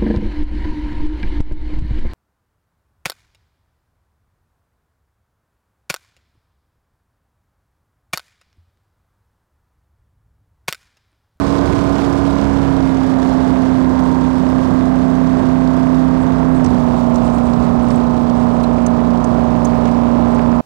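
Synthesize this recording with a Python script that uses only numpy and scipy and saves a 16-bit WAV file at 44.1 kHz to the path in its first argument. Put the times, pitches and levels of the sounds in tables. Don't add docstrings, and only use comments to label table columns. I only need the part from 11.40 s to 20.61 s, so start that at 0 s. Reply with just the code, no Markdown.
import sys
import numpy as np
from scipy import signal
from scipy.fft import rfft, irfft, next_fast_len
from scipy.io import wavfile

SR = 44100
rng = np.random.default_rng(int(sys.argv[2]) if len(sys.argv) > 2 else 0)


def digitize_waveform(pressure):
    field = np.atleast_2d(pressure).T
    bounded = np.clip(field, -1, 1)
    quanta = np.round(bounded * 32767).astype(np.int16)
    wavfile.write(sys.argv[1], SR, quanta)


N = 406161
T = np.arange(N) / SR


def undb(db):
    return np.exp(np.asarray(db) * np.log(10) / 20)


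def unit(x):
    return x / np.sqrt(np.mean(np.abs(x) ** 2))


def curve(table):
    s, value = np.transpose(table)
    return np.interp(T, s, value)


def hiss():
    return rng.standard_normal(N)


def colour(x, points):
    hz, db = np.transpose(points)
    size = next_fast_len(N)
    log_f = np.log(np.arange(size // 2 + 1) * SR / size + 1)
    gain = undb(np.interp(log_f, np.log(hz), db))
    return unit(irfft(rfft(x, size) * gain, size)[:N])


def sieve(x, order, hz, kind):
    return signal.sosfilt(signal.butter(order, hz, kind, fs=SR, output="sos"), x)


def band(x, lo_hz, hi_hz):
    return unit(sieve(x, 2, [lo_hz, hi_hz], "band"))


def walk(rate):
    levels = rng.standard_normal(1000)
    return np.interp(T * rate, np.arange(len(levels)), levels)


def grains(per_s, spread_db):
    return (rng.random(N) < per_s / SR) * hiss() * undb(spread_db * rng.exponential(size=N))


def bursts(events, floor_db, rise_s, fall_s):
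    gain = undb(floor_db + 1.3 * walk(2.0))
    for s, db in events:
        gain = gain + undb(db) * np.exp(np.where(T < s, (T - s) / rise_s, (s - T) / fall_s))
    return gain


# frequency in Hz, level in dB per Hz.
MURMUR_SPECTRUM = [(5, 0), (60, -12), (250, -26), (1000, -30), (4000, -35), (16000, -42)]


def murmur():
    return undb(-82) * colour(hiss(), MURMUR_SPECTRUM)


def scan_whistle():
    return undb(-66) * np.sin(2 * np.pi * 15734.3 * T + .8 * walk(60)) * undb(3 * walk(40))


# time in seconds, peak in dB.
TAPE_DROPOUTS = [(0.727, -47), (2.6, -43), (2.6662, -45), (3.0998, -42.5), (4.5345, -52), (5.3022, -47.5),
                 (5.6026, -45.5), (5.7687, -46.5), (5.9862, -41.5), (6.7036, -55), (6.8206, -45),
                 (7.9383, -51.5), (8.252, -40), (8.3553, -49.5), (8.3718, -49.5), (0.6973, -49.5),
                 (0.9862, -54), (5.7035, -50)]


def dropouts():
    s, db = np.transpose(TAPE_DROPOUTS)
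    lag_s, lift_db = .0015, 22.5
    out = np.zeros(N)
    out[((s + lag_s) * SR).astype(int)] = undb(db + lift_db)
    return sieve(out, 1, 6000, "high")


# time in seconds, peak in dB.
WIND_GUSTS = [(.1, -41), (.7, -56), (1.2, -48), (1.42, -26), (1.9, -39.5), (2.38, -43.5), (3.56, -39),
              (4.8, -40), (5.18, -29.5), (5.3, -35), (5.85, -25.5), (6.05, -38), (6.44, -26.5), (6.85, -24),
              (7.03, -37), (7.26, -36), (7.46, -44), (8.54, -31), (9.2, -54)]


def wind():
    return bursts(WIND_GUSTS, -54.5, rise_s=0.12, fall_s=0.021) * band(hiss(), 21, 73)


# time in seconds, peak in dB.
HULL_SLAPS = [(.3, -23.5), (1.25, -39), (2.35, -34), (2.7, -40), (3.0, -31.5), (3.3, -26), (4.0, -26),
              (4.8, -31.5), (5.3, -21), (5.85, -24), (6.2, -24.5), (6.38, -39), (6.5, -27.5), (6.9, -28.5),
              (7.05, -28), (7.95, -27), (1.1, -27.5), (2.05, -30.5)]


def slap_force():
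    return bursts(HULL_SLAPS, -39.5, rise_s=0.055, fall_s=0.15)


def hull(slap):
    return slap * band(hiss(), 55, 220)


# time in seconds, peak in dB.
SPRAY_SHEETS = [(3.99, -59), (4.82, -56), (5.16, -52), (5.86, -51.5), (5.95, -51.5), (6.06, -54),
                (6.135, -62), (6.22, -61), (6.43, -58), (6.52, -54.5), (7.01, -62), (7.14, -63),
                (7.23, -74)]


def sheets():
    return bursts(SPRAY_SHEETS, -71.5, rise_s=0.017, fall_s=0.027) * band(hiss(), 6900, 8900)


def valve(cycle):
    turn = cycle + 1 - .33
    size_db = -9.5 + 4 * rng.standard_normal(400)[turn.astype(int)]
    return undb(size_db) * np.exp(-(turn % 1) / 0.13)


# frequency in Hz, level in dB per Hz.
SPRAY_SPECTRUM = [(1180, -25), (2000, -11), (2180, -9), (2610, -12.5), (2740, -8.5), (3480, -5.5),
                  (4060, -8), (4580, -8), (7580, -15.5), (9710, -20.5), (12800, -35), (15400, -34)]


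def spray(cycle, slap):
    swell = undb(0.77 * np.cos(2 * np.pi * cycle) * (-1 + 0.98 * walk(33)) + 1.2 * walk(13))
    swell = swell * (1 + valve(cycle))
    patter = np.minimum(signal.lfilter([1], [1, -.99], np.abs(grains(150, 2.9))), 2.2)
    wash = colour(unit(swell * hiss()) + 0.5 * unit(patter * hiss()), SPRAY_SPECTRUM)
    level_db = -50.5 + 8 * np.exp(-T / 2.77)
    return undb(level_db) * (1 + 2 * slap) * wash


def ring(hz, t):
    overtone = undb(-13.5) * np.exp(-t / 0.0029) * np.sin(2 * np.pi * 1.2 * hz * t)
    return np.sin(2 * np.pi * hz * t) + overtone


# time in seconds, peak in dB, ring in Hz, bright edge in dB.
DRY_TICKS = [(0.183, -26, 3900, -40), (0.2675, -33, 4280, -40), (0.324, -33, 3920, -32),
             (0.382, -39, 4400, -33), (0.5548, -28.5, 4550, -31.5), (0.6468, -26, 3860, -28.5),
             (0.726, -30, 5670, -21.5), (1.0114, -27, 3900, -28.5), (1.544, -31, 3580, -30.5),
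             (1.8273, -29.5, 3930, -30.5), (2.592, -30.5, 4500, -26), (2.81, -32, 3920, -33),
             (4.273, -31.5, 4120, -23), (5.243, -25.5, 6350, -34), (5.2613, -25, 4520, -34.5),
             (5.757, -26.5, 5630, -31), (5.981, -28.5, 3550, -30.5), (6.133, -30, 3900, -25.5),
             (6.504, -25, 4130, -35), (6.896, -27.5, 3850, -32), (7.802, -37, 3710, -12.5),
             (8.247, -24.5, 6520, -25.5), (8.453, -25.5, 3700, -38.5), (8.9466, -32.5, 6130, -34),
             (0.582, -26.5, 3340, -29), (0.928, -30, 4280, -34), (0.9835, -27.5, 3500, -27.5),
             (1.3648, -30, 3630, -34), (1.57, -28.5, 3300, -35), (2.0674, -34, 3550, -32),
             (2.251, -36, 3200, -27), (5.7423, -35.5, 6000, -32), (6.4278, -41, 7770, -30),
             (6.667, -41, 3300, -27), (7.1676, -41.5, 5000, -32), (0.0938, -36.5, 3520, -31),
             (1.7898, -36.5, 4040, -34), (2.6524, -33.5, 4000, -34.5), (3.1197, -37, 3810, -32),
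             (4.5905, -39, 4080, -34.5), (4.866, -34, 3230, -34), (5.2465, -29, 4800, -31),
             (6.51, -37.5, 7900, -30.5), (7.236, -24, 2900, -35), (7.2316, -35, 8300, -33),
             (9.1157, -38.5, 4700, -31), (8.476, -32, 3600, -33), (8.513, -35, 4000, -33),
             (6.483, -38, 7600, -32)]
# time in seconds, peak in dB, ring in Hz, ring share from 0 to 1.
RINGING_KNOCKS = [
    (6.557, -26.5, 7900, 0.6),
    (7.2393, -19.5, 4100, 0.8),
    (7.463, -15.5, 6440, 0.6),
    (7.842, -21.5, 6260, 0.5),
    (8.252, -18, 6440, 0.9),
]


def ticks():
    out, t = np.zeros(N + SR), np.arange(SR // 10) / SR
    knocks = [(s, db, hz, .14, top_db) for s, db, hz, top_db in DRY_TICKS]
    knocks += [(*row, -32) for row in RINGING_KNOCKS]
    for s, db, hz, share, top_db in knocks:
        noise = rng.standard_normal(len(t))
        edge = sieve(noise, 3, 11000, "high") * 1.5 * 1000. 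** (-t / 0.0059)
        snap = sieve(noise, 4, [2200, 5000 + .7 * hz], "band")
        snap = snap + 1.6 * sieve(noise, 2, [.78 * hz, 1.25 * hz], "band")
        metal = ring(hz, t) * 1000. ** (-t / .035)
        body = share * metal + (1 - share) * snap * np.exp(-t / 0.0056)
        body = body * 1000. ** (-t / 0.057) * (1 - np.exp(-t / 0.0021))
        start = int(s * SR)
        out[start:start + len(t)] += undb(db) * (body + undb(top_db) * edge)
    return out[:N]


# time in seconds, firing rate in Hz.
FIRING_RATE = [(0, 279.7), (1.0, 277.8), (1.25, 272.9), (1.5, 265.2), (1.75, 261.4), (2.0, 259.6),
               (2.6, 257.6), (3.25, 256.6), (5.0, 256.7), (5.17, 256.8), (5.31, 247.8), (5.45, 242.6),
               (5.59, 240.8), (5.85, 239.3), (6.7, 239.8), (7.4, 238.5), (8.4, 237.6), (9.21, 237.9)]


def crankshaft(hz):
    return np.cumsum(hz * (1 + .0007 * walk(14))) / 8 / SR


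# strength in dB, lateness in firings.
CYLINDER_ORDER = [(3, 0.0107), (-5.5, 0.12), (-4.5, 0.1006), (-1, 0.018), (-7, 0.094), (5, 0), (-1, 0),
                  (-6.5, 0.14)]


def puffs(cycle, length, scatter_db):
    firing = (8 * cycle).astype(int)
    db = np.array(CYLINDER_ORDER)[firing % 8, 0] + scatter_db * rng.standard_normal(4000)[firing]
    return undb(db) * np.exp(-(8 * cycle % 1) / length)


def cracks(cycle):
    firing = (8 * cycle).astype(int)
    at = np.flatnonzero(np.diff(firing))
    cylinder = firing[at + 1] % 8
    size, slip = rng.standard_normal((len(at), 2)).T
    db, late = np.array(CYLINDER_ORDER)[cylinder].T
    path = 40 * rng.random(8)[cylinder]
    delay = np.clip(late * 170 + path + 1.2 * slip + 13, 0, 400).astype(int)
    pulses = np.zeros(N + SR)
    pulses[at + delay] = undb(.7 * db + 2.8 * size)
    return band(pulses[:N], 1500, 2670)


# frequency in Hz, level in dB per Hz.
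ROAR_SPECTRUM = [(30, -15), (60, -8), (150, -5), (300, -5.5), (470, -9), (700, -9.5), (1100, -17),
                 (1600, -24.5), (2500, -42), (4000, -41), (8000, -62.5)]
# time in seconds, level in dB.
FRONT_SHARPNESS = [(0, -20.5), (1, -22), (2, -21), (3.2, -23.5), (4.4, -21.5), (5, -22), (6.2, -22),
                   (7, -22), (8.2, -20.5), (8.5, -19), (9.21, -20)]
ENGINE_SPEEDS = [
    239,
    257,
    278,
]
ROAR_LEVELS = [
    -26.5,
    -26.2,
    -24,
]


def roar(cycle, hz, slap):
    gas = colour((1.4 + puffs(cycle, .5, 3.6)) * hiss(), ROAR_SPECTRUM)
    gas = undb(-1) * gas * undb(1.4 * walk(5))
    fronts = undb(curve(FRONT_SHARPNESS) + .6 * walk(5)) * cracks(cycle)
    level = undb(np.interp(hz, ENGINE_SPEEDS, ROAR_LEVELS))
    return level * (1 + 2.6 * slap) * (gas + fronts)


# time in seconds, firing note in dB.
ENGINE_LOAD = [(0, -21), (.6, -21.5), (1.4, -18), (2.1, -17.5), (2.5, -17.5), (5.2, -17), (5.4, -18.5),
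               (7.7, -18.5), (9.21, -17)]
FAST_ORDERS = [-32, -8, -13, -12, -8, -10, -17, 0, -17, -12, -14, -20, -13, -18, -28, -25, -18, -25, -16,
               -27, -24, -32, -27, -30, -25, -27, -22, -24, -19, -17, -34, -23, -23, -37, -20, -25, -35,
               -29, -30, -29, -31, -36, -26, -33, -34, -37, -36, -33, -40, -36, -40, -42, -41, -44, -46,
               -43, -45, -45, -50, -50, -46, -50, -43, -40]
CRUISE_ORDERS = [-34, -14, -18, -16, -9, -12, -23, 0, -16, -22, -19, -23, -20, -23, -25, -24, -22, -26, -24,
                 -31, -17, -29, -33, -28, -26, -33, -40, -27, -23, -32, -32, -27, -25, -29, -28, -31, -33,
                 -30, -36, -39, -40, -34, -36, -45, -37, -39, -40, -35, -41, -33, -44, -52, -38, -46, -50,
                 -44, -44, -41, -49, -54, -53, -40, -44, -47]
EASED_ORDERS = [-31, -11, -17, -12, -12, -10, -18, 0, -13, -17, -21, -24, -20, -19, -23, -25, -18, -22, -20,
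                -31, -14, -20, -39, -20, -19, -23, -31, -37, -19, -39, -34, -21, -27, -22, -23, -27, -31,
                -26, -36, -32, -33, -26, -37, -32, -39, -31, -41, -38, -38, -45, -52, -54, -41, -50, -53,
                -56, -47, -44, -49, -46, -45, -48, -50, -52]
HULL_SWELLS = {2: [(7.1, 0.067, -3), (13, 0.33, 19.5)], 5: [(2.0, 0.3, -4), (5.1, 1, 3.5)],
               21: [(.4, 0.26, -14), (1.1, 0.37, -7), (2.05, 0.27, 5), (2.7, 0.28, -24), (4.5, 0.96, 1)],
               29: [(.4, 0.25, -2), (1.8, 0.088, 2), (2.05, 0.072, -2), (2.7, 0.21, 7.5), (3.6, 0.29, -7),
               (5.6, 0.37, 1.5)], 3: [(2, 0.31, -7), (5.7, 0.39, -8)], 4: [(1.3, 0.2, 4)],
               6: [(1.4, 0.22, -5), (1.1, .1, 5), (3.75, .2, 3), (5.2, .2, -3)], 8: [(.55, 0.14, 1.5),
               (6.4, 0.65, 1.2), (7.7, .5, 0.55)], 11: [(1.7, 0.87, -2)], 13: [(1.2, .4, -4), (3, .7, -3.5),
               (5.6, 0.33, -4), (7, 0.16, -6.5)], 15: [(1.3, 1.4, -13.5), (6.6, 0.49, 0.5)],
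               18: [(1.1, 0.43, -1), (6.3, 0.88, -6)], 19: [(5.3, .5, -0.5)], 22: [(1.6, 0.53, 7.5),
               (5.5, .4, 7.6)], 27: [(2, 0.24, 19)], 28: [(7.3, 1.5, -7)], 30: [(1.3, 0.27, -3)],
               32: [(1.2, 0.92, -10), (2.6, .3, 8), (3.4, .3, 1)], 33: [(1.5, .8, -5.5)],
               35: [(1.3, .4, -11), (2.7, 0.37, -8)], 36: [(1.2, 1.2, -11)], 37: [(1.6, 0.66, 7.1)],
               38: [(1.7, 0.93, -9)]}


def swells(events):
    return sum(db * np.exp(-((T - s) / half_s) ** 2) for s, half_s, db in events)


def drone(cycle, hz):
    strength_db, late = np.transpose(CYLINDER_ORDER)
    fired = np.arange(8) + late
    out, rough = np.zeros(N), np.interp(hz, ENGINE_SPEEDS, [1, 1.1, 1.8])
    for k, levels_db in enumerate(zip(EASED_ORDERS, CRUISE_ORDERS, FAST_ORDERS), 1):
        start = np.angle(np.sum(undb(strength_db) * np.exp(-2j * np.pi * k * fired / 8)))
        start -= 4.73 * (k > 8) + .07 * max(k - 10, 0) * rng.standard_normal()
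        depth = .08 if k == 8 else (.1 + .0022 * k) * rough
        trim_db = 0 if k == 8 else -4 if k == 1 else -.7 if k < 18 else .8
        level_db = np.interp(hz, ENGINE_SPEEDS, levels_db) + swells(HULL_SWELLS.get(k, [])) + trim_db
        size = undb(level_db) * (1 + depth * walk(7))
        if k == 8:
            size = size * (1 + .1 * walk(70))
            start = start + .1 * walk(70)
        lead = 2.275 * np.log(k / 8)
        out -= size * np.cos(2 * np.pi * k * cycle + start + depth * walk(7.7) + lead)
    return undb(curve(ENGINE_LOAD)) * np.sqrt(2) * out


def scene():
    hz = curve(FIRING_RATE)
    cycle = crankshaft(hz)
    slap = slap_force()
    water = hull(slap) + sheets() + spray(cycle, slap)
    engine = roar(cycle, hz, slap) + drone(cycle, hz)
    heard = wind() + water + ticks() + engine
    return np.array([0 * heard, 2 * heard])


def top_cut(x):
    return signal.sosfilt(signal.butter(12, 15850, fs=SR, output="sos"), x)


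def record(dry):
    right = np.tanh(1.22 * dry[1] - .015) / 1.08
    right = sieve(right, 2, 32, "high")
    right = right * np.minimum((N - np.arange(N)) / (.002 * SR), 1)
    right = right + dropouts() + scan_whistle() + undb(-73.5) * hiss()
    right = signal.sosfilt(signal.ellip(10, .3, 60, 15900, fs=SR, output="sos"), right)
    leak = undb(-50) * signal.lfilter([.3, -.3], [1, -.7], right)
    return top_cut(np.array([leak + murmur(), right]))


dry = scene()
out = record(dry)
digitize_waveform(out)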